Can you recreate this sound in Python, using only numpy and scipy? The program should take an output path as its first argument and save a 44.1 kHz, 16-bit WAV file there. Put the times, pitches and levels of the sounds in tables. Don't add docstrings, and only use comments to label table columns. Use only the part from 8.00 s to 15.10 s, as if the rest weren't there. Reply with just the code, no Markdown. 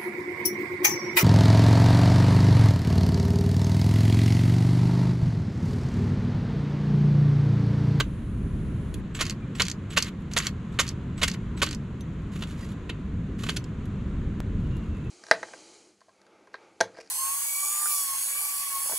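import sys
import numpy as np
from scipy import signal
from scipy.fft import rfft, irfft, next_fast_len
from scipy.io import wavfile
from scipy.ndimage import map_coordinates

SR = 44100
rng = np.random.default_rng(int(sys.argv[2]) if len(sys.argv) > 2 else 0)


def write(x):
    x = np.atleast_2d(x).T
    wavfile.write(sys.argv[1], SR, np.round(np.clip(x, -1, 1) * 32767).astype(np.int16))


N = 313110

# frequency in Hz, relative level in dB.
RUMBLE = [(12, -43), (20, -16.5), (75, -6), (113, -4), (199, -3.5), (276, -12.5), (307, -12.5), (348, -18),
          (381, -17.5), (466, -24.5), (503, -26.5), (752, -44), (800, -49), (1040, -52), (1760, -120)]
BUFFET = [(15, -14), (30, -6), (50, -1.5), (85, -2), (130, -8), (250, -24.5), (600, -42), (1500, -100)]
WASH = [(300, -0.5), (600, -1.5), (850, -6), (1020, 1), (1170, -2), (1330, -1.5), (2000, -7), (3000, -11.5),
        (4000, -16.5), (5200, -29), (6900, -20), (8600, -32), (10500, -34), (15000, -56)]
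HISS = [(5000, -18), (8000, -12.5), (10600, -3), (12200, -29), (13500, -16), (15000, -8.5)]
# time in seconds, strength in dB (only its changes about the mean count).
WIND = [(0, -28), (0.3, -32), (0.45, -25), (0.92, -27.5), (1.1, -33.5), (2.15, -36), (2.45, -34.5),
        (3.65, -31.5), (3.85, -34), (4.7, -34), (5.1, -31), (5.75, -31), (6.15, -28.5), (6.55, -26),
        (7.1, -30.5)]
# frequency in Hz, likeness (1 means identical).
WIND_ALIKE = [(60, .999), (150, .997), (300, .985), (700, .85)]
WASH_ALIKE = [(60, 1.0), (150, 1.0), (380, 0.99), (950, 0.81), (2380, 0.66), (5980, 0.62), (15000, 0.49)]
# time of the peak in seconds, peak level in dB.
EDDIES = [(.2, -46), (.65, -38), (.97, -37)]

# start in seconds, chatter length in seconds,
# level in dB ahead of the knock's own gain, extra bass in dB, extra treble in dB.
KNOCKS = [(0.001, 0.0074, -22.5, 4, -5), (3.278, 0.0055, -27.5, -5, 5), (3.666, 0.01, -38, -1, -10),
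          (4.358, .004, -46, 7, -5), (4.422, .004, -32.5, 1, -5), (4.435, 0.0027, -35.5, 0, -6),
          (4.893, 0.007, -33, 0, -9.5), (5.436, 0.0053, -34.5, 2, -2.5), (5.465, .004, -36.5, 0, -4),
          (5.489, 0.0059, -25.5, -1, -5.5), (5.499, .0045, -35, -6, 3), (5.563, .009, -33, -14, 2)]
# frequency in Hz, relative level in dB.
KNOCK_COLOUR = [(150, -7), (330, -10.5), (430, -2.5), (620, -5), (780, -12.5), (1080, 0), (1850, -2.5),
                (3000, 0.5), (4200, -3.5), (5300, -9.5), (7200, -5.5), (8400, -14.5), (10500, -15),
                (14500, -30.5)]
# frequency in Hz, relative level in dB, time to fade by 60 dB in seconds.
TUBE = [(1156, -17, 0.066), (1436, 13, 0.061), (1551, 14, 0.049), (2080, 7.5, 0.098), (2410, -5, 0.17),
        (2646, 0.5, 0.19), (2900, 2.5, 0.11), (3240, -20, 0.2), (3697, -5, 0.12), (4350, -17, 0.2),
        (4490, 0, 0.13), (6130, 2, .1), (6500, -8, 0.068), (7400, -2, 0.11)]

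# time in seconds, level in dB ahead of colouring.
TICKS = [(0.942, -35.5), (4.008, -44.5), (4.719, -50), (5.856, -52), (6.768, -51), (6.97, -59)]
# frequency in Hz, relative level in dB.
TICK_COLOUR = [(1500, -25), (3500, 3), (5200, -11), (7000, -1), (8500, -13), (10300, -3.5), (12500, -14),
               (15000, -14)]
# one edge of the spell in seconds, other edge in seconds.
HANDLING = [(2.24, 2.2), (4.1, 4.42), (6.6, 7.05)]

# time in seconds, level in dB, extra body (lower pitches) in dB.
CLICKS = [(0.9422, -48.5, 20), (1.2657, -32, 9), (1.307, -30.5, 4), (1.666, -32, 10), (1.6994, -27, 1.5),
          (1.715, -28, 4.5), (2.025, -18, -10), (2.3362, -30.5, -5), (2.4687, -21, 9), (2.8785, -33, 2),
          (2.8903, -28.5, -10), (3.338, -38.5, 7), (3.7296, -36.5, 12), (3.748, -34, -4), (5.5689, -29, 12),
          (5.6415, -43, 5)]
# frequency in Hz, relative level in dB.
CLICK_COLOUR = [(400, -22), (1100, -19), (2200, -4), (3700, -6), (4400, 7), (5400, 2.5), (7300, 2.5),
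                (8600, -10.5), (11000, -12.5), (14500, -33)]
# frequency in Hz, relative level in dB, time to fade by 60 dB in seconds.
LATCH = [(3150, -12, 0.047), (4410, -1.5, 0.032), (5000, -3, 0.019), (5100, -25, .02), (6120, 3, 0.013),
         (7230, 7, 0.0051), (7370, -7, 0.016), (11500, -27, .02)]

# slip, squeal, touch, slam; extra bass in dB,
# extra treble in dB, level of the jolted pin in dB, level of the scrape in dB.
DROPS = [(1.191, 0.043, .017, -41, -50, -35, -25.5, 2.5, 2.5, -31, -42),
         (1.598, .046, 0.0071, -44, -55, -20.5, -26, 2, -5, -17.5, -43.5),
         (1.964, .06, .007, -44, -54, -28, -18.5, 0.5, -2, -19.5, -38),
         (2.364, 0.051, 0.0078, -46, -68, -23, -23, 2, 1.5, -19, -37.5),
         (2.789, .066, .008, -59.5, -72, -20.5, -23.5, 3, 4.5, -26, -42.5),
         (3.215, 0.038, .014, -48, -53, -29, -21, 2, 1.5, -32, -41),
         (3.618, .045, 0.0058, -47.5, -55, -22, -23, 4.5, 1, -27, -43)]
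# start in seconds, length in seconds, starting pitch in Hz, change of pitch by the end
# as a share of it, level in dB.
SQUEAKS = [(1.407, 0.048, 2400, -0.024, -59), (4.003, .026, 6140, 0.0038, -57),
           (4.585, 0.075, 4960, -0.019, -62), (4.626, 0.017, 1950, -0.0058, -51),
           (6.58, .3, 2900, -0.054, -64), (6.88, .28, 2670, -.03, -62)]
# start in seconds, end of the stroke in seconds,
# level in dB ahead of the slide's own gain, extra treble in dB.
SLIDES = [(4.315, 4.742, -52.5, 4.5), (5.384, 5.558, -47.5, 5), (6.622, 7.08, -67, 3)]
# frequency in Hz, relative level in dB.
SLIDE_COLOUR = [(500, -35), (850, -7), (1100, 4), (2600, 5), (4200, 1), (5300, -7), (7200, -2), (8400, -13),
                (10500, -12), (14500, -25.5)]

# frequency in Hz, level in dB.
SCATTER = [(1000, -14), (3000, -8), (8000, -15.5), (12000, -6)]
# frequency in Hz, left minus right in dB.
SHADE = [(200, 2), (700, -4), (1300, -4), (2400, -5), (4400, -5.5), (8000, -3.5), (12000, 1.5)]
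# frequency in Hz, lead of the left in radians.
LEAD = [(300, 0.007), (1000, -0.41), (2600, -1.14), (4400, -1.22), (6000, -0.73), (11000, -0.3)]
# frequency in Hz, gain in dB.
MIC = [(13500, 0), (14500, -11), (15700, -26)]

BUFFET_GROWS, RUMBLE_GROWS = 1.45, 0.45
EDDY_FADE_DB_PER_S = 150
AIR_DB = -50.5
FAINT_TICK_DB = -64.5
RELEASE_S, RELEASE_OVER_SLIP_DB, RELEASE_TREBLE_DB = .004, 2, -3
SLIP_SHARE, SLIP_TREBLE_DB = 0.87, 2.5
SQUEAL_LEAD_S, SQUEAL_S, SQUEAL_HZ, SQUEAL_GLIDE = .008, 0.031, 7860, -0.0095
TOUCH_BASS_DB, TOUCH_TREBLE_DB, SLAM_S = -2.5, -5.5, .009
REBOUND_AFTER_S, REBOUND_S, REBOUND_DB, REBOUND_BASS_DB = 0.015, .007, -34, 1.5
SCRAPE_AFTER_S, SCRAPE_S, SCRAPE_TREBLE_DB = .014, 0.11, -0.5
PIN_BODY_DB, LOOSE_DB, LOOSE_SPREAD_DB, LOOSE_BODY_DB, LOOSE_S = -1, -38.5, 6, 8, .08
PLACE = 0.57
TOP_HZ = 15750


def amp(db):
    return 10 ** (np.asarray(db) / 20)


def unit(x):
    return x / np.sqrt(np.mean(x ** 2) + 1e-20)


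def along(points, hz):
    point_hz, values = np.transpose(points)
    return np.interp(np.log(hz + 1), np.log(point_hz + 1), values)


def curves(rows):
    times, *columns = np.transpose(rows)
    return [np.interp(np.arange(N) / SR, times, column) for column in columns]


def wobble(rate, size=N):
    points = rng.standard_normal(int(size * rate / SR) + 4)
    return map_coordinates(points, [np.arange(size) * rate / SR])


def filtered(x, response):
    padded = next_fast_len(N + SR // 4)
    spectrum = rfft(x, padded) * response(np.fft.rfftfreq(padded, 1 / SR))
    return irfft(spectrum, padded)[..., :N]


def coloured(x, colour, tilt, size=16384):
    hz = np.fft.rfftfreq(size, 1 / SR)
    gain = unit(amp(along(colour, hz))) * amp(along(tilt, hz))
    cepstrum = irfft(np.log(gain))
    cepstrum[1:size // 2] *= 2
    cepstrum[size // 2 + 1:] = 0
    return irfft(rfft(x, size) * np.exp(rfft(cepstrum)))[:len(x)]


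def rush(colour, alike):
    def split(hz):
        angle = np.arccos(np.clip(along(alike, hz), -1, 1)) / 2
        return amp(along(colour, hz)) * [np.cos(angle), np.sin(angle)]

    mid, side = filtered(rng.standard_normal((2, N)), split)
    return unit(np.array([mid + side, mid - side]))


def add(track, s, sound):
    part = track[max(round(s * SR), 0):][:len(sound)]
    part += sound[:len(part)]


def energy(x, seconds):
    return x * np.sqrt(seconds * SR / np.sum(x ** 2))


def ring(modes, t, detune):
    total = np.zeros(len(t))
    for hz, db, t60 in modes:
        strength, shift, phase = rng.standard_normal(3)
        fade = amp(db + 2.2 * strength - 60 * t / t60)
        total += fade * np.sin(2 * np.pi * hz * (1 + detune * shift) * t + np.pi * phase)
    return total


def crack(t, t60, tail_db):
    scatter = energy(rng.standard_normal(len(t)) * amp(-60 * t / t60), 1 / SR)
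    return (t == 0) + amp(tail_db) * scatter


def wind(buffet_db=-37, rumble_db=-33.5, lumps_db=2):
    strength_db, = curves(WIND)
    gust_db = strength_db - strength_db.mean()
    lumps = unit(amp(lumps_db * wobble(12)) * rush(BUFFET, WIND_ALIKE))
    rumble = rush(RUMBLE, WIND_ALIKE)
    t = np.arange(N) / SR
    eddy_gain = sum(amp(db - EDDY_FADE_DB_PER_S * np.abs(t - s)) for s, db in EDDIES)
    eddies = eddy_gain * rush(BUFFET, [(50, 0.031)])
    lumps_gain = amp(buffet_db + BUFFET_GROWS * gust_db)
    rumble_gain = amp(rumble_db + RUMBLE_GROWS * gust_db)
    return lumps_gain * lumps + rumble_gain * rumble + eddies


def air(hiss_db=-63, hiss_end=1.005):
    wash = amp(AIR_DB + 0.5 * wobble(3.57)) * rush(WASH, WASH_ALIKE)
    hiss_on = np.arange(N) / SR < hiss_end
    return wash + amp(hiss_db) * hiss_on * rush(HISS, [(10000, 0.17)])


def knock(span, bass_db, treble_db, contact_rate=900, t60=0.027, spike_db=-7, ring_db=-11, gain_db=2.0):
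    t = np.arange(SR // 8) / SR
    span = max(span, 1 / SR)
    count = 1 + int(span * contact_rate)
    order = np.arange(count)
    when = (order + rng.random(count) * (order > 0)) / count * span
    volley = np.zeros(len(t))
    volley[(when * SR).astype(int)] = rng.choice([-1, 1], count) * amp(rng.normal(0, 3, count))
    stored = np.abs(signal.fftconvolve(volley ** 2, amp(-60 * t / t60) ** 2)[:len(t)])
    scatter = energy(np.sqrt(stored) * rng.standard_normal(len(t)), span)
    clatter = scatter + amp(spike_db) * energy(volley, span)
    tilt = [(1200, bass_db), (1900, 0), (4000, 0), (5500, treble_db)]
    modes = [(hz, level + along(tilt, hz), life) for hz, level, life in TUBE]
    tubes = energy(signal.fftconvolve(volley, ring(modes, t, detune=0.0103))[:len(t)], span)
    return amp(gain_db) * (coloured(clatter, KNOCK_COLOUR, tilt, size=8192) + amp(ring_db) * tubes)


def handling():
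    track = np.zeros(N)
    for s, length, db, bass_db, treble_db in KNOCKS:
        add(track, s, amp(db) * knock(length, bass_db, treble_db))
    for s, db, body_db in CLICKS:
        add(track, s, amp(db) * click(body_db))
    for start, end, db, treble_db in SLIDES:
        add(track, start, amp(db) * slide(end - start, treble_db))
    for s, length, hz, glide, db in SQUEAKS:
        add(track, s, amp(db) * squeak(length, hz, glide))
    return track


def ticks(t60=0.026, tail_db=9, count=4):
    track, t = np.zeros(N), np.arange(SR // 20) / SR
    faint = [(start + rng.random() * (end - start), FAINT_TICK_DB)
             for start, end in HANDLING for _ in range(count)]
    for s, db in TICKS + faint:
        add(track, s, amp(db) * energy(crack(t, t60, tail_db), 0.002))
    return filtered(track, lambda hz: unit(amp(along(TICK_COLOUR, hz))))


def click(body_db, tail_db=3.0, t60=0.026, ring_db=-4):
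    t = np.arange(SR // 20) / SR
    contact = energy(crack(t, t60, tail_db), 0.0013)
    snap = coloured(contact, CLICK_COLOUR, [(3500, body_db), (5000, 0)], size=4096)
    return snap + amp(ring_db) * energy(ring(LATCH, t, detune=0.019), 0.0022)


def drops(loose_count=4):
    track = np.zeros(N)
    for (touch, slip, gap, slip_db, squeal_db, touch_db, slam_db,
         bass_db, treble_db, pin_db, scrape_db) in DROPS:
        release, slam = touch - slip, touch + gap
        rebound, scrape = slam + REBOUND_AFTER_S, slam + SCRAPE_AFTER_S
        add(track, release - SQUEAL_LEAD_S, amp(squeal_db) * squeak(SQUEAL_S, SQUEAL_HZ, SQUEAL_GLIDE))
        release_tap = knock(RELEASE_S, TOUCH_BASS_DB, RELEASE_TREBLE_DB)
        add(track, release, amp(slip_db + RELEASE_OVER_SLIP_DB) * release_tap)
        add(track, release, amp(slip_db) * slide(SLIP_SHARE * slip, SLIP_TREBLE_DB))
        add(track, touch, amp(touch_db) * knock(gap, bass_db + TOUCH_BASS_DB, TOUCH_TREBLE_DB))
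        add(track, slam, amp(slam_db) * knock(SLAM_S, bass_db, treble_db))
        add(track, scrape, amp(scrape_db) * slide(SCRAPE_S, SCRAPE_TREBLE_DB))
        for share in (np.arange(loose_count) + rng.random(loose_count)) / loose_count:
            loose_gain = amp(rng.normal(LOOSE_DB, LOOSE_SPREAD_DB))
            add(track, scrape + share * LOOSE_S, loose_gain * click(LOOSE_BODY_DB))
        add(track, rebound, amp(REBOUND_DB) * knock(REBOUND_S, REBOUND_BASS_DB, treble_db))
        add(track, rebound, amp(pin_db) * click(PIN_BODY_DB))
    return track


def squeak(length, hz, glide, waver=0.014, flutter_db=4):
    size = int(length * SR)
    pitch = hz * (1 + glide * np.linspace(0, 1, size) + waver * wobble(597, size=size))
    swell = np.sqrt(np.hanning(size)) * amp(flutter_db * wobble(44.5, size=size))
    return unit(swell * np.sin(2 * np.pi * np.cumsum(pitch) / SR))


def slide(length, treble_db, grain_db=3.0, rattle_rate=130, rattle_db=5, t60=0.035, rub=0.66,
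          fade_db=4, uneven_db=2.0, gain_db=-1.0):
    length = max(length, .01)
    t = np.arange(int(length * SR) + SR // 25) / SR
    edges = np.clip(np.minimum(t, length - t) / 0.0053, 0, 1)
    stroke = edges * amp(uneven_db * wobble(44, size=len(t)) - fade_db * t / length)
    hits = rng.random(len(t)) < rattle_rate / SR
    rattles = hits * amp(rng.normal(0, rattle_db, len(t))) * stroke
    stored = np.abs(signal.fftconvolve(rattles ** 2, amp(-60 * t / t60) ** 2)[:len(t)])
    rattle_power = stored * length * SR / (stored.sum() + 1e-9)
    force = np.sqrt(rub * stroke ** 2 + (1 - rub) * rattle_power)
    grain = unit(rng.standard_normal(len(t)) * amp(grain_db * wobble(1500, size=len(t))))
    return amp(gain_db) * coloured(force * grain, SLIDE_COLOUR, [(3500, 0), (9500, treble_db)], size=32768)


def pop(s=6.4036, db=-20, fade=0.0015):
    track, t = np.zeros(N), np.arange(SR // 50) / SR
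    add(track, s, -amp(db) * np.exp(-t / fade))
    return track


def outdoors(x, echo_db=-12, t60=0.1):
    detour = .00272

    def mirror(hz):
        bright = hz ** 2 / (hz ** 2 + 1000 ** 2)
        return 1 + amp(echo_db) * bright * np.exp(-2j * np.pi * hz * detour)

    x = filtered(x, mirror)
    t = np.arange(SR // 5) / SR
    tail_shape = amp(-60 * t / t60) * (t > .002)
    tails = np.array([energy(rng.standard_normal(len(t)) * tail_shape, 1 / SR) for _ in range(2)])
    smeared = signal.fftconvolve(x[None], tails, axes=1)[:, :N]
    scattered = filtered(smeared, lambda hz: amp(along(SCATTER, hz)))
    sides = np.array([[.5], [-.5]])
    aside = filtered(x, lambda hz: amp(sides * along(SHADE, hz)) * np.exp(1j * sides * along(LEAD, hz)))
    return PLACE * aside + (1 - PLACE) * x + scattered


def scene():
    ladder = outdoors(drops() + handling() + ticks())
    return ladder + pop() + wind() + air()


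def record(dry):
    ceiling, hardness = .62, 4
    rounded = dry / (1 + np.abs(dry / ceiling) ** hardness) ** (1 / hardness)
    return filtered(rounded, lambda hz: amp(along(MIC, hz)) * (hz < TOP_HZ))


dry = scene()
out = record(dry)
write(out)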